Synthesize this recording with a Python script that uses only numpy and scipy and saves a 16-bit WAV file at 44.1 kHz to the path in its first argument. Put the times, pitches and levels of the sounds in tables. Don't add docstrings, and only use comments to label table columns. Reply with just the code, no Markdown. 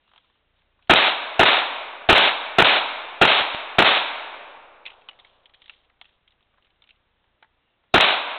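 import sys
import numpy as np
from scipy import signal
from scipy.fft import rfft, irfft, next_fast_len
from scipy.io import wavfile
from scipy.ndimage import uniform_filter1d

SR = 44100
rng = np.random.default_rng(int(sys.argv[2]) if len(sys.argv) > 2 else 0)


def to_linear_factor(level_db):
    exponent = np.asarray(level_db, float) / 20
    return 10 ** exponent


def bounce(signal):
    frames = np.transpose(np.atleast_2d(signal))
    limited = np.clip(frames, -1, 1)
    pcm = np.round(limited * 32767).astype(np.int16)
    wavfile.write(sys.argv[1], SR, pcm)


N = 369558

# frequency in Hz, level in dB.
AIR_COLOUR = [(100, -4), (386, -6.5), (600, -5), (950, -6.5), (2100, -9), (2800, -9.5), (3700, -10),
              (4300, -14)]
AIR_DB = -70
# start, loudest moment and end in seconds, rms level in dB.
RUSTLE = [
    (0, .18, .4, -60),
    (.555, .585, .635, -61),
    (.815, .84, .87, -58),
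    (4.85, 4.9, 5.1, -52),
    (5.1, 5.29, 5.45, -55.5),
    (5.55, 5.7, 5.87, -54),
    (6.0, 6.08, 6.17, -60),
    (6.8, 6.93, 7.0, -70),
]
RUSTLE_EDGE_DB = -10
# start and end in seconds, frequency in Hz, level in dB.
CHIRPS = [
    (.03, .11, 2800, -75),
    (7.611, 7.78, 2800, -81.5),
]

# start and end in seconds, peak in dB.
FRAME_DEPTH = [
    (0, .47, -69),
    (.47, 3.79, -63.5),
    (3.79, 4.28, -71),
    (4.28, 7.59, -65.5),
    (7.59, 8.4, -74),
]
FRAME_HZ = 29.69

# time in seconds, rms of the first 7.5 ms in dB, ring in Hz, knock over the ring in dB.
DRAW = [(0.0774, -67.7, 3120, 1), (0.0914, -67.6, 2830, -2), (0.1154, -71.7, 3130, 11),
        (0.1356, -61.6, 3130, 4), (0.1474, -72.5, 2630, 6), (0.16, -56.5, 2690, 0),
        (0.1785, -53.1, 3300, -6), (0.2454, -69.0, 2250, 1), (0.2994, -72.1, 2180, 4),
        (0.3544, -89.8, 2480, 19), (0.6194, -69.1, 2290, -4), (0.7914, -83.6, 2620, 21),
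        (0.8245, -63.6, 2840, -8), (0.8735, -58.3, 3160, -11)]
RELOAD = [(4.8543, -39.5, 2740, -19), (4.8624, -32.3, 2640, -27), (4.8718, -42.6, 2890, -27),
          (4.8784, -41.2, 2580, -28), (4.895, -55.0, 2540, -16), (4.9033, -45.7, 2850, -24),
          (4.918, -57.1, 2650, 0), (5.018, -59.4, 2600, -11), (5.0874, -36.5, 2960, -9),
          (5.1114, -52.8, 2820, -21), (5.1313, -58.8, 2560, -9), (5.1896, -52.2, 3590, -8),
          (5.1982, -49.5, 3530, -20), (5.248, -50.3, 2210, -10), (5.27, -63.9, 3360, -10),
          (5.457, -49.7, 3260, -30), (5.495, -60.6, 3220, -4), (5.538, -55.7, 3130, -24),
          (5.5447, -50.5, 3210, -18), (5.619, -50.4, 3250, -18), (5.6417, -56.9, 3200, -24),
          (5.659, -51.6, 3260, -27), (5.68, -52.4, 3730, -11), (5.696, -38.4, 2770, -14),
          (5.737, -55.4, 3330, -25)]
READY = [(5.8985, -62.2, 2000, -7), (6.0135, -41.9, 3240, -9), (6.0448, -58.3, 2650, -13),
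         (6.054, -54.3, 3200, -12), (6.0914, -64.4, 2660, -10), (6.2777, -56.6, 3290, -24),
         (6.3074, -62.6, 3590, -22), (6.3214, -64.0, 2970, -28), (6.4077, -67.1, 2790, -6),
         (6.4274, -67.1, 3470, -22), (6.5394, -88.3, 1930, 22), (6.5744, -74.8, 2790, 8),
         (6.5827, -91.1, 1970, 28), (6.6238, -63.8, 3070, -24), (6.6463, -64.2, 3280, -27),
         (6.6563, -68.9, 2930, -5), (6.668, -65.8, 2370, -12), (6.7032, -64.3, 2990, -20),
         (6.7594, -72.6, 2850, -15), (6.8209, -54.0, 3480, -10), (6.8399, -56.6, 2850, -13),
         (6.8733, -60.7, 3410, -16), (6.891, -53.8, 3000, -14), (6.9067, -51.3, 2760, -33),
         (6.96, -70.6, 2770, -17), (7.2414, -79.6, 2230, 13), (7.4262, -52.2, 1950, 2),
         (7.4444, -68.6, 1870, 10), (7.838, -73.0, 2230, 4)]
# frequency in Hz, level in dB.
SCRAPE_COLOUR = [(1200, -20), (1900, 1.5), (3000, 2.5), (3800, 3.5), (4400, 5), (4800, -30)]
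# frequency in Hz, level in dB.
KNOCK_COLOUR = [(450, -30.5), (720, -10), (950, -7), (1400, -5.5), (2200, -21.5)]
RING_WIDTH_HZ, RING_T60, KNOCK_T60 = 680, .032, .045
SCRAPE_DB, SCRAPE_SPEED = 4, 1.35
GRIP_HZ, GRIP_T60, GRIP_DB = 892, .08, -6
CLICK_RISE_S = .0008

# time in seconds, then levels in dB of low returns, near scatter, shed slap, bank scatter.
SHOTS = [
    (0.8962, -2, 3.5, 4, .3),
    (1.3932, -1, 1, 1, 0.5),
    (2.0891, -1.5, 4, 5, 2.8),
    (2.5837, -2.5, 2, 2, 1),
    (3.2132, -4.5, 2.5, 0, -0.5),
    (3.784, -4.5, 2, 1.5, 0.5),
    (7.9401, -3.5, 2, 2, -.3),
]
# delay in seconds, level in dB.
ECHOES = [(0.0035, 0), (0.0068, -5), (0.0215, -8), (0.0412, -3.5), (0.0521, -12), (0.0685, -10),
          (0.0774, -14), (0.0915, -14), (0.1265, -15), (0.1384, -14), (0.1538, -12), (0.188, -11.5)]
ECHO_HZ, ECHO_S = 770, .0017
# frequency in Hz, level in dB.
RETURN_COLOUR = [(60, -40), (200, -14), (350, 0), (5000, 0)]
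TRUNKS_FROM_S, TRUNK_GAP_S, TRUNK_DB, TRUNK_LOSS_DB_S, TRUNK_SPREAD_DB = .08, .0118, -21.5, 30, 5
# frequency in Hz, level in dB.
NEAR_COLOUR = [(60, -28), (150, -18), (375, -4), (560, -8), (750, -7), (950, -11), (1400, -4), (2000, -11),
               (2500, -6.5), (3600, -11.5)]
BANK_COLOUR = [(60, -70), (120, -44), (160, -21), (240, -15), (380, -12), (600, -3), (790, -3.5),
               (1000, -3.5), (1800, -4.5), (2600, -2.5), (3600, -2.5)]
WOODS_COLOUR = [(80, -47), (215, -25), (265, -12.5), (350, -16.5), (630, -4.5), (960, -2), (1600, -3.5),
                (1900, -7), (2300, -1.5), (3100, -3), (3600, 1.5)]
HILLS_COLOUR = [(140, -35.5), (230, -17), (470, -2.5), (1060, -2), (2100, -14), (2700, -14.5), (3800, -13)]
# frequency in Hz, level in dB.
THUMP_COLOUR = [(20, -9.5), (40, -2), (110, -1), (170, -2), (300, -19.5)]
# frequency in Hz, T60 in seconds.
WOODS_T60 = [(100, 1.0), (200, 1.35), (700, 1.95), (1500, 1.65), (2500, 1.535), (3800, 1.065)]
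HILLS_T60 = [(300, 3.1), (1000, 3.2), (3000, 2.4)]
WOODS_DB, HILLS_DB = -7, -33.5
# frequency in Hz, share from 0 to 1.
ALIKE = [(300, .95), (700, .92), (1100, .72), (2000, .6), (3200, .55)]
# peak delay in seconds, peak in dB, hold in seconds, sag while held and release in dB/s.
NEAR_SHAPE = (.0012, -4.5, .052, 265, 1200)
SLAP_SHAPE = (.0385, -7.5, .0037, 5, 7000)
FACE_SHAPE = (.0635, -5.5, .04, 140, 300)
SLOPE_SHAPE = (.07, -11, .12, 16, 300)
PUSH_SHAPE = (.004, -28, .03, 200, 500)
SHED_PUSH_SHAPE = (.041, -31, .055, 430, 240)
NEAR_RISE_DB_S, SLAP_RISE_DB_S, BANK_RISE_DB_S = 14000, 23000, 2400
PUSH_RISE_DB_S, SHED_PUSH_RISE_DB_S = 6000, 900
LUMP_DB, LUMP_S = 1.8, .004

# time in seconds, peak in dB.
SLAP_DIPS = [
    (.9365, -32),
    (1.4345, -29),
    (2.1288, -17),
    (2.624, -20),
    (7.9805, -34),
]
KICK_DB, KICK_S, KICK_LATE_S, REBOUND = -21, .0015, .0025, .8
# time in seconds, peak in dB.
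GLITCH = [
    (3.4119, -12),
    (3.5478, -11),
]
# frequency in Hz, level in dB.
EDGE = [(20, 2), (3600, 2.5), (3850, 1), (4020, -7.5), (4300, -13), (4600, -46), (4800, -81.5),
        (5200, -110)]
FULL_SCALE, CEILING = 0.63, .71
TOPS_FROM_HZ = 130


def evened(x):
    return x / np.sqrt(np.mean(x ** 2) + 1e-20)


def read(points, hz):
    f, value = np.transpose(points)
    return np.interp(np.log(hz + 1), np.log(f + 1), value)


def add(mix, s, sound):
    part = mix[max(round(s * SR), 0):][:len(sound)]
    part += sound[:len(part)]


def coloured(x, colour):
    hz = np.fft.rfftfreq(len(x), 1 / SR)
    return irfft(rfft(x) * to_linear_factor(read(colour, hz)), len(x))


def air():
    t = np.arange(N) / SR
    hiss = evened(coloured(rng.standard_normal(N), AIR_COLOUR))
    grain = to_linear_factor(2.8 * evened(uniform_filter1d(rng.standard_normal(N), 300)))
    cloth_colour = [(400, -39.5), (1100, -18), (2000, -12.5), (3200, -1), (4200, -3.5)]
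    cloth = evened(coloured(rng.standard_normal(N), cloth_colour) * grain)
    moves = np.zeros(N)
    for start, loudest, end, db in RUSTLE:
        course = np.interp(t, [start, loudest, end], [RUSTLE_EDGE_DB, 0, RUSTLE_EDGE_DB])
        moves += ((t > start) & (t < end)) * to_linear_factor(db + course)
    return to_linear_factor(AIR_DB) * hiss + uniform_filter1d(moves, size=900) * cloth


def insect():
    out = np.zeros(N)
    for start, end, hz, db in CHIRPS:
        band = [(hz - 450, -40), (hz, 0), (hz + 450, -40)]
        tone = evened(coloured(rng.standard_normal(8192), band))[:round((end - start) * SR)]
        add(out, start, to_linear_factor(db) * tone * signal.windows.tukey(len(tone), .4))
    return out


def frame_pulse():
    out, u = np.zeros(N), np.arange(-500, 500) / SR
    at = np.arange(300) / FRAME_HZ
    depth = sum(((at >= start) & (at < end)) * to_linear_factor(db) for start, end, db in FRAME_DEPTH)
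    for s, deep, (late, load) in zip(at, depth, rng.random((len(at), 2))):
        size = deep * (.25 if load < .14 else .9 + .2 * load)
        add(out, s - .013 + .008 * late, -size * np.exp(-(u / .0035) ** 2))
    return out - uniform_filter1d(out, size=4000)


def handling():
    out, t, width = np.zeros(N), np.arange(4096) / SR, RING_WIDTH_HZ
    rise = 1 - np.exp(-(t / CLICK_RISE_S) ** 2)
    fall_db = -60 * t / RING_T60
    ring_fall = to_linear_factor(fall_db) + to_linear_factor(-23 - 60 * t / .2)
    scrape_fall = to_linear_factor(SCRAPE_DB + SCRAPE_SPEED * fall_db)
    grip = to_linear_factor(GRIP_DB - 60 * t / GRIP_T60) * np.sin(2 * np.pi * GRIP_HZ * t)
    head = slice(0, 330)
    for s, db, hz, knock_db in DRAW + RELOAD + READY:
        a, b, c = rng.standard_normal((3, len(t)))
        band = [(max(hz - 2 * width, 200), -40), (hz - width / 4, -3), (hz, 0),
                (hz + width / 4, -3), (hz + 2 * width, -40)]
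        ring = evened(coloured(a, band)) * ring_fall
        scrape = evened(coloured(b, SCRAPE_COLOUR)) * scrape_fall
        bright = rise * (ring + scrape)
        knock = evened(coloured(c, KNOCK_COLOUR)) * to_linear_factor(-60 * t / KNOCK_T60)
        knock = rise * (knock + (s > 7.4) * grip)
        bright = bright / np.std(bright[head])
        knock = knock / np.std(knock[head])
        add(out, s - .0006, to_linear_factor(db - 1.5) * (bright + to_linear_factor(knock_db + 1.5) * knock))
    return out


def scatter(shared):
    alike = read(ALIKE, np.fft.rfftfreq(len(shared), 1 / SR))
    fresh = rng.standard_normal(len(shared))
    return irfft(alike * rfft(shared) + np.sqrt(1 - alike ** 2) * rfft(fresh), len(shared))


def lumps(size):
    wander = evened(uniform_filter1d(rng.standard_normal(size), round(LUMP_S * SR)))
    return evened(to_linear_factor(LUMP_DB * wander))


def swell(t, shape, rise_db_s):
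    peak, db, hold, sag, release = shape
    late = t - peak
    climb = rise_db_s * np.minimum(late, 0)
    return to_linear_factor(db + climb - sag * np.clip(late, 0, hold) - release * np.maximum(late - hold, 0))


def dying(x, colour, t60):
    hz, t, z = signal.stft(evened(coloured(x, colour)), SR, nperseg=512)
    fall = to_linear_factor(-60 * t / read(t60, hz)[:, None])
    return signal.istft(z * fall, SR, nperseg=512)[1][:len(x)]


def returns(t):
    out = np.zeros(len(t))
    u = np.arange(-300, 300) / SR
    place, size = rng.random((30, 2)).T
    late = TRUNK_GAP_S * (np.arange(len(place)) + place)
    trunk_db = TRUNK_DB - TRUNK_LOSS_DB_S * late - TRUNK_SPREAD_DB * size
    surfaces = ECHOES + list(zip(TRUNKS_FROM_S + late, trunk_db))
    for (delay, db), (pitch, phase) in zip(surfaces, rng.random((len(surfaces), 2))):
        hz = ECHO_HZ * (.82 + .36 * pitch)
        ring = np.cos(2 * np.pi * (hz * u + phase)) * np.exp(-(u / ECHO_S) ** 2)
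        add(out, delay - t[0] + u[0], to_linear_factor(db - 2.5) * ring)
    return coloured(out, RETURN_COLOUR)


def shots():
    lead = .01
    t = np.arange(1 << 17) / SR - lead
    short, out = t[:1 << 15], np.zeros(N)
    size = len(short)
    low = returns(short)
    near, slap, bank = rng.standard_normal((3, size))
    woods, hills = rng.standard_normal((2, len(t)))
    arrival = np.clip((t - .05) / 0.11, 0, 1)
    near_swell = swell(short, NEAR_SHAPE, NEAR_RISE_DB_S)
    slap_swell = swell(short, SLAP_SHAPE, SLAP_RISE_DB_S)
    bank_swell = np.hypot(swell(short, FACE_SHAPE, BANK_RISE_DB_S), swell(short, SLOPE_SHAPE, BANK_RISE_DB_S))
    push_swell = np.hypot(swell(short, PUSH_SHAPE, PUSH_RISE_DB_S),
                          swell(short, SHED_PUSH_SHAPE, SHED_PUSH_RISE_DB_S))
    for s, low_db, near_db, slap_db, bank_db in SHOTS:
        close = to_linear_factor(low_db) * low
        close += to_linear_factor(near_db) * near_swell * evened(coloured(lumps(size) * scatter(near), NEAR_COLOUR))
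        close += to_linear_factor(slap_db) * slap_swell * evened(coloured(scatter(slap), NEAR_COLOUR))
        close += to_linear_factor(bank_db) * bank_swell * evened(coloured(lumps(size) * scatter(bank), BANK_COLOUR))
        close += push_swell * evened(coloured(rng.standard_normal(size), THUMP_COLOUR))
        far = to_linear_factor(WOODS_DB) * dying(scatter(woods), WOODS_COLOUR, WOODS_T60)
        far = far + to_linear_factor(HILLS_DB) * dying(scatter(hills), HILLS_COLOUR, HILLS_T60)
        add(out, s - lead, close)
        add(out, s - lead, arrival * far)
    return out


def overload_kicks():
    out, u = np.zeros(N), np.arange(-300, 600) / SR
    dip = np.exp(-(u / KICK_S) ** 2)
    back = np.exp(-((u - 2.4 * KICK_S) / (1.3 * KICK_S)) ** 2)
    for s, *_ in SHOTS:
        add(out, s + KICK_LATE_S + u[0], to_linear_factor(KICK_DB) * (REBOUND * back - dip))
    for s, db in SLAP_DIPS:
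        add(out, s + u[0], to_linear_factor(db) * (.2 * back - dip))
    return out


def scene():
    return (air() + insect() + handling() + shots())[None]


def roll_off(x):
    return signal.sosfilt(signal.butter(12, 16200, fs=SR, output="sos"), x)


def record(dry):
    tops = dry[0] - np.clip(dry[0], -1.15 * FULL_SCALE, FULL_SCALE)
    tops_band = signal.butter(2, TOPS_FROM_HZ, "high", fs=SR, output="sos")
    x = dry[0] - signal.sosfiltfilt(tops_band, tops)
    x = signal.lfilter(*signal.butter(1, 22, "high", fs=SR), x)
    x = x + frame_pulse() + overload_kicks()
    keep = np.exp(-1 / (.7 * SR))
    power = uniform_filter1d(x ** 2, size=4000)
    x = x - .02 * signal.lfilter([1 - keep], [1, -keep], power)
    for s, db in GLITCH:
        add(x, s, to_linear_factor(db) * np.ones(6))
    padded = np.pad(x, (0, next_fast_len(N + SR) - N))
    x = np.clip(coloured(padded, EDGE)[:N], -CEILING, CEILING)
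    return roll_off(x[None])


dry = scene()
out = record(dry)
bounce(out)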